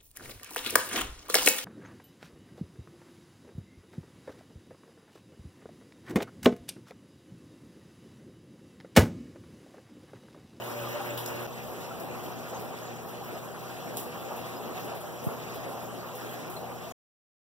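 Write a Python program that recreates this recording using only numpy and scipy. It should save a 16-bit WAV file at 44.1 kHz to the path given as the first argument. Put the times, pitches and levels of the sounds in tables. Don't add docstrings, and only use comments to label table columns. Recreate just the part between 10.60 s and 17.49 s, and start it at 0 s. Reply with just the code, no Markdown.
import sys
import numpy as np
from scipy import signal
from scipy.fft import rfft, irfft, next_fast_len
from scipy.io import wavfile
from scipy.ndimage import uniform_filter1d

SR = 44100
rng = np.random.default_rng(int(sys.argv[2]) if len(sys.argv) > 2 else 0)


def to_linear_factor(level_db):
    exponent = np.asarray(level_db, float) / 20
    return 10 ** exponent


def store_pcm(level_fs):
    pcm = np.round(np.clip(level_fs, -1, 1) * 32767).astype(np.int16)
    wavfile.write(sys.argv[1], SR, np.atleast_2d(pcm).T)


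N = 303849

# (start [s], end [s])
TAKES = [
    (0, .8688),
    (0.8733, 6.3225),
]
# (frequency [Hz], shared [dB per Hz], opposed re shared [dB], left re right [dB])
WATER_SPECTRA = [
    [(45, -81, -17, -3), (80.3, -66.5, -16.5, -2), (151.4, -70.5, -16, -5.5), (270, -69.5, -18, 2.5), (454, -74, -7.5, -11.5), (700, -75.5, 2, 6.5), (1170, -79.5, 2, 3), (1710, -83, 1.5, 5), (2770, -85, -0.5, -5), (4500, -96, 0.5, 7), (6700, -94, -0.8, 5), (9400, -105, 0.5, -18), (11800, -94.5, -1, -3.5), (15260, -90, 0.8, 0)],
    [(45, -94.5, -3, 1), (79, -72, -28, 4.5), (151, -67, -19, -2), (285, -72, -18.5, 8), (490, -72, -4, -2), (740, -76.5, -2.5, 8), (1150, -81.5, 0, -7.5), (1560, -87, 3.5, -2), (2690, -90.5, -1.9, 10.5), (4490, -97, 0.7, -5), (6650, -97, -0.5, 3.5), (9500, -103.5, 1.2, -8), (13000, -95.5, -1, 0.5), (15260, -95.5, 1.5, 2.5)],
]
# (time [s], level [dB])
FLOW_CURVES = [
    [(0.0, -38), (0.65, -37.5), (0.658, -39), (0.74, -36), (0.86, -38.5)],
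    [(0.88, -43.5), (1.38, -41), (2.63, -43), (4.16, -40), (4.17, -38), (4.26, -41), (4.29, -39),
     (4.4, -42), (4.46, -40), (4.61, -44), (4.64, -40.5), (6.04, -42), (6.3, -43.5)],
]
FLOW_LAYERS_HZ = (877, 3550, 12000)
FLOW_FOLLOW = (0.96, 1, 0.49)
# (time [s], level [dB], pitch [Hz])
GLUGS = [(0.199, -25, 565), (0.269, -27.5, 1175), (0.34, -22, 588), (0.399, -22.5, 789), (0.527, -35, 595),
         (0.739, -26, 590), (1.269, -42, 686), (1.309, -28, 1330), (2.279, -36, 754), (3.461, -24.5, 484),
         (4.16, -24, 744), (4.428, -27, 598), (4.706, -29.5, 455), (5.533, -27, 502), (5.693, -32, 597),
         (6.266, -34, 664)]
# (time [s], level [dB], pitch [Hz])
DRIPS = [(0.02, -30, 2970), (0.2698, -34, 3260), (.505, -35, 7540), (.675, -35, 5240), (0.7721, -32, 2780),
         (.93, -38, 5950), (1.6616, -34, 3110), (1.72, -40, 5850), (4.1954, -36.5, 2700),
         (5.6917, -36, 3270), (6.308, -36, 6980), (6.311, -38, 6200)]
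# (time [s], level [dB], pitch [Hz])
LID_PINGS = [(1.945, -37.5, 6150), (1.96, -37, 6450), (2.23, -38, 6500), (2.26, -40, 6900),
             (2.75, -42, 5100), (3.965, -38.5, 5100), (5.555, -39, 12400), (5.965, -32, 4100)]
# (time [s], level [dB])
SPITS = [(0.0358, -40), (0.0957, -40.5), (0.2848, -36.5), (0.411, -39.5), (0.4494, -38), (0.6752, -37),
         (0.8228, -38), (1.207, -42.5), (1.398, -37), (1.636, -40), (1.995, -39.5), (2.486, -41),
         (2.7145, -43), (2.845, -45), (2.9899, -45.5), (3.1406, -46.5), (3.3395, -45.5), (3.7635, -38.5),
         (3.866, -44), (4.142, -50), (4.194, -43), (4.2444, -39), (4.3497, -40), (4.4048, -40),
         (4.6385, -36), (4.9544, -41.5), (5.551, -37), (5.8977, -37), (6.1475, -47)]
# (time [s], level [dB], upper mids re top [dB], mids re top [dB], crack length [s])
SPLATS = [
    (0.66, -21.5, -2, -7, .002),
    (.5745, -27.5, -18.5, -1, 0.034),
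    (3.3700, -13.5, -13.5, -10, 0.0011),
    (1.3982, -32, -15, -14, .0012),
]
# (multiple of mains, shared [dB], opposed [dB], phase of opposed [rad])
PUMP_HUM = [
    [(2, -39.0, -69.9, 2.1), (3, -61.5, -74.4, -1.8), (4, -51.2, -60.9, 1.1), (5, -67.3, -63.5, 0.8), (6, -49.9, -55.3, -0.5), (7, -60.3, -70.2, 1.6), (8, -50.4, -56.0, 1.2), (9, -60.0, -59.5, 3.0), (10, -59.9, -71.0, 1.7), (12, -61.4, -59.5, 2.4), (13, -65.9, -59.3, -1.1), (16, -64.6, -74.1, 1.2), (18, -66.0, -77.7, -1.6), (20, -68.7, -70.5, -0.3)],
    [(1, -70.9, -79.7, -1.2), (2, -46.3, -62.7, 1.6), (3, -52.6, -66.1, -0.2), (4, -56.3, -67.7, -2.8), (6, -55.3, -69.1, 1.5), (7, -60.2, -80.0, 2.4), (8, -57.5, -66.3, -0.6), (9, -71.3, -71.9, -2.5), (10, -63.0, -69.1, 1.6), (11, -62.1, -64.2, 1.8), (12, -63.5, -69.5, -2.8), (13, -60.0, -70.9, 2.5), (20, -71.3, -73.5, 1.8)],
]
# (take index, centre [Hz], width [Hz], level [dB], opposed share [0-1])
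IMPELLER_TONES = [(0, 582, 14, -50, .3), (0, 123.8, 1.5, -50, .05), (0, 156, 8, -55, .3),
                  (0, 232, 8, -54, .3), (1, 79, 6, -56, .2), (1, 156, 7, -52, .4),
                  (1, 123.3, 1.2, -55, .15), (1, 234, 8, -55, .3)]
# (level [dB], first pitch [Hz], last pitch [Hz], length [s])
BUMP = (-18.5, 380, 95, .0045)
# (frequency [Hz], share subtracted [0-1], delay [samples])
CROSSFEED = [(100, .9, 20), (1000, .89, 20.1), (2200, .94, 20.5), (3300, .94, 20.1), (4400, .94, 20),
             (9000, .9, 20), (13500, .5, 20)]
# (frequency [Hz], level re signal [dB])
FOLLOWING_NOISE = [(500, -37), (2200, -17), (4400, -14.5), (9000, -12), (14000, -12)]

WANDER_DB, WANDER_HZ = (0.5, 1.18, 0.8), 9
GLUG_CYCLES, GLUG_LEFT = 28, 0.52
DRIP_RING_S, DRIP_LEFT = 0.011, 0.55
PING_RING_S, PING_LEFT = 0.022, 1
SPIT_USUAL_DB, SPIT_CRACK_S, FIZZ_T60_S = -44, 0.03, 0.35
SPIT_UPPER_DB, SPIT_MID_DB = -12, -8
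SPIT_SHARPEN = 0.86
STRAY_SPITS, STRAY_DB = 14, -45
MAINS_HZ, BUMP_S, EDGE_HZ = 60.03, 4.6670, 15720
STFT = dict(fs=SR, nperseg=1024, noverlap=768)


def evened(x):
    return x / np.sqrt(np.mean(x ** 2) + 1e-20)


def read(points, hz, axis=1):
    table = np.transpose(points)
    return np.interp(np.log(hz + 1), np.log(table[0] + 1), table[axis])


def add(mix, start_s, sound):
    part = mix[:, round(start_s * SR):][:, :sound.shape[1]]
    part += sound[:, :part.shape[1]]


def panned(left):
    return np.sqrt([[left], [1 - left]])


def drift(t, top_hz):
    hz = np.geomspace(top_hz / 8, top_hz, 16)[:, None]
    waves = np.sin(2 * np.pi * (hz * t + rng.random(hz.shape))) / np.sqrt(hz)
    return evened(waves.sum(0))


def smooth_noise(shape, bands, frames):
    rough = rng.standard_normal(shape)
    return evened(uniform_filter1d(uniform_filter1d(rough, bands, axis=0), frames, axis=1))


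def bubble(hz, cycles, glide=0.13):
    turns = np.arange(int(3 * cycles * SR / hz)) * hz / SR
    shape = np.exp(-2 * turns / cycles) * (1 - np.exp(-turns / 2.9))
    return shape * np.sin(2 * np.pi * turns * (1 + glide * turns / (3 * cycles)))


def froth(per_s=2500, spread_db=3.0, cycles=7):
    out = np.zeros((2, N))
    strength = to_linear_factor(spread_db * np.minimum(rng.exponential(1, (2, N)), 4))
    strength *= rng.random((2, N)) < per_s / SR
    kind = rng.integers(0, 30, (2, N))
    for k, hz in enumerate(np.geomspace(250, 14000, 30)):
        grain = bubble(hz, cycles * rng.uniform(0.65, 1.0))
        grain = grain / np.linalg.norm(grain) * np.sqrt(hz)
        out += signal.oaconvolve(strength * (kind == k), grain[None], axes=1)[:, :N]
    return evened(out)


def flow_swell(hz, t, later):
    first, second = [np.interp(t, s, db) - np.mean(db) for s, db in map(np.transpose, FLOW_CURVES)]
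    flow = np.where(later, second, first)
    layers = np.array([follow * flow + wander_db * drift(t, WANDER_HZ)
                       for follow, wander_db in zip(FLOW_FOLLOW, WANDER_DB)])
    place = np.interp(np.log(hz + 1), np.log(FLOW_LAYERS_HZ), np.arange(3))
    return np.clip(1 - abs(place[:, None] - np.arange(3)), 0, 1) @ layers


def water(froth_share=0.4, patchy_db=1.67, gust_db=1.04, level_db=46):
    wash = rng.standard_normal((2, N))
    a, b = froth_share * froth() + np.sqrt(1 - froth_share ** 2) * wash
    hz, t, z = signal.stft([a + b, a - b], **STFT)
    later = t > TAKES[1][0]
    first, second = WATER_SPECTRA
    shared_db, opposed_db, lean_db = [
        np.where(later[None], read(second, hz, k)[:, None], read(first, hz, k)[:, None]) for k in (1, 2, 3)]
    patches = smooth_noise(shared_db.shape, 14, 8)
    gusts = smooth_noise(shared_db.shape, 90, 5)
    gusts *= np.clip(hz / 6000, 0.3, 1.5)[:, None]
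    both = z[0] * to_linear_factor(shared_db)
    apart = z[1] * to_linear_factor(shared_db + opposed_db)
    ports = np.array([(both + apart) * to_linear_factor(lean_db / 2), (both - apart) * to_linear_factor(-lean_db / 2)])
    ports *= to_linear_factor(level_db + flow_swell(hz, t, later) + patchy_db * patches + gust_db * gusts)
    return signal.istft(ports, **STFT)[1][:, :N] / 2


def gurgle(per_s=110, cycles=30, level_db=-47, spread_db=3):
    out = np.zeros((2, N))
    for place, size, strength, left in rng.random((int(per_s * N / SR), 4)):
        hz = 600 * 9 ** size
        gain = to_linear_factor(level_db - 16 * size - spread_db * np.log(strength + 0.0275))
        add(out, place * N / SR, gain * panned(left) * bubble(hz, cycles, glide=0.046))
    return out


def big_bubbles(level_db=-7):
    out = np.zeros((2, N))
    rows = [(*row, GLUG_CYCLES, GLUG_LEFT) for row in GLUGS]
    rows += [(*row, DRIP_RING_S * row[2], DRIP_LEFT) for row in DRIPS]
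    rows += [(*row, PING_RING_S * row[2], PING_LEFT) for row in LID_PINGS]
    for start_s, db, hz, cycles, left in rows:
        add(out, start_s, to_linear_factor(db + level_db) * panned(left) * bubble(hz, cycles, glide=0.024))
    return out


def spits(tail_db=-13, level_db=-11):
    t, out = np.arange(12288) / SR, np.zeros((2, N))
    hz = np.fft.rfftfreq(len(t), 1 / SR)
    stray = [(place * TAKES[1][1], STRAY_DB) for place in rng.random(STRAY_SPITS)]
    rows = list(SPLATS)
    for start_s, db in list(SPITS) + stray:
        thinned_db = SPIT_SHARPEN * (db - SPIT_USUAL_DB)
        rows.append((start_s, db, SPIT_UPPER_DB - thinned_db, SPIT_MID_DB - thinned_db, SPIT_CRACK_S))
    for start_s, db, upper_db, mid_db, crack_s in rows:
        air = rng.standard_normal((2, len(t)))
        colour = [(900, mid_db - 14), (3300, mid_db + 4), (7000, upper_db + 5),
                  (9500, -5), (12000, -1), (15500, 1)]
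        fizz = evened(irfft(rfft(air) * to_linear_factor(read(colour, hz)) * (hz < EDGE_HZ), len(t)))
        shape = np.exp(-t / crack_s) + to_linear_factor(tail_db - 60 * t / FIZZ_T60_S)
        attack = 1 - np.exp(-t / 0.0004)
        add(out, start_s, to_linear_factor(db + level_db) * fizz * shape * attack)
    return out


def pumps(waver_db=0.8):
    t, out = np.arange(N) / SR, np.zeros((2, N))
    slow = t[::256]
    for (start_s, end_s), rows in zip(TAKES, PUMP_HUM):
        heard = (t >= start_s) & (t < end_s)
        for multiple, shared_db, opposed_db, phase in rows:
            turn = 2 * np.pi * (round(multiple) * MAINS_HZ * t + rng.random())
            waver = to_linear_factor(np.interp(t, slow, waver_db * drift(slow, 7.6))) * heard
            both = to_linear_factor(shared_db) * np.cos(turn)
            apart = to_linear_factor(opposed_db) * np.cos(turn + phase)
            out += np.sqrt(2) * waver * np.array([both + apart, both - apart])
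    return out


def impellers():
    hz, t, out = np.fft.rfftfreq(N, 1 / SR), np.arange(N) / SR, np.zeros((2, N))
    for take, centre_hz, width_hz, db, opposed in IMPELLER_TONES:
        band = np.exp(-((hz - centre_hz) / width_hz) ** 2)
        a, b = irfft(rfft(rng.standard_normal((2, N))) * band, N)
        heard = (t >= TAKES[take][0]) & (t < TAKES[take][1])
        out += to_linear_factor(db) * heard * evened(np.array([a + opposed * b, a - opposed * b]))
    return out


def bump():
    db, first_hz, last_hz, length_s = BUMP
    t, out = np.arange(3000) / SR, np.zeros((2, N))
    hz = last_hz + (first_hz - last_hz) * np.exp(-t / 0.0035)
    swing = -np.sin(2 * np.pi * np.cumsum(hz) / SR) * to_linear_factor(db - (t / length_s) ** 2)
    add(out, BUMP_S, swing * (1 - np.exp(-t / 0.0012)) * np.array([[-0.1], [1]]))
    return out


def following_noise(x, flicker_db=5):
    hz, _, z = signal.stft(x, **STFT)
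    level = np.sqrt(uniform_filter1d((abs(z) ** 2).mean(0), size=9, axis=0))
    flicker = smooth_noise(level.shape, 12, 5)
    noise = signal.stft(rng.standard_normal(x.shape), **STFT)[2]
    noise /= np.sqrt(np.mean(abs(noise) ** 2))
    noise *= level * to_linear_factor(read(FOLLOWING_NOISE, hz)[:, None] + flicker_db * flicker)
    return signal.istft(noise, **STFT)[1][:, :N]


def scene():
    return water() + gurgle() + big_bubbles() + spits() + pumps() + impellers() + bump()


def widened(dry):
    size = next_fast_len(N + 64)
    hz = np.fft.rfftfreq(size, 1 / SR)
    delay_s = read(CROSSFEED, hz, axis=2) / SR
    late = read(CROSSFEED, hz) * np.exp(-2j * np.pi * hz * delay_s)
    ports = rfft(dry, size) * to_linear_factor(-60 * np.clip((hz - EDGE_HZ) / 300, 0, 1))
    return irfft(ports - late * ports[::-1], size)[:, :N]


def take_gate():
    t = np.arange(N) / SR
    second_s, end_s = TAKES[1]
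    on = sum((t >= start) & (t < end) for start, end in TAKES)
    gap = to_linear_factor(-25) * (t < second_s)
    fading = to_linear_factor(-63 - 1600 * np.maximum(t - end_s, 0)) * (t < end_s + 0.03)
    return uniform_filter1d(np.maximum(on, np.maximum(gap, fading)), size=24)


def top_cut(x):
    return signal.sosfilt(signal.butter(12, 16470, fs=SR, output="sos"), x)


def record(dry):
    wide = widened(dry)
    mix = (wide + following_noise(wide)) * take_gate()
    return top_cut(mix)


dry = scene()
out = record(dry)
store_pcm(out)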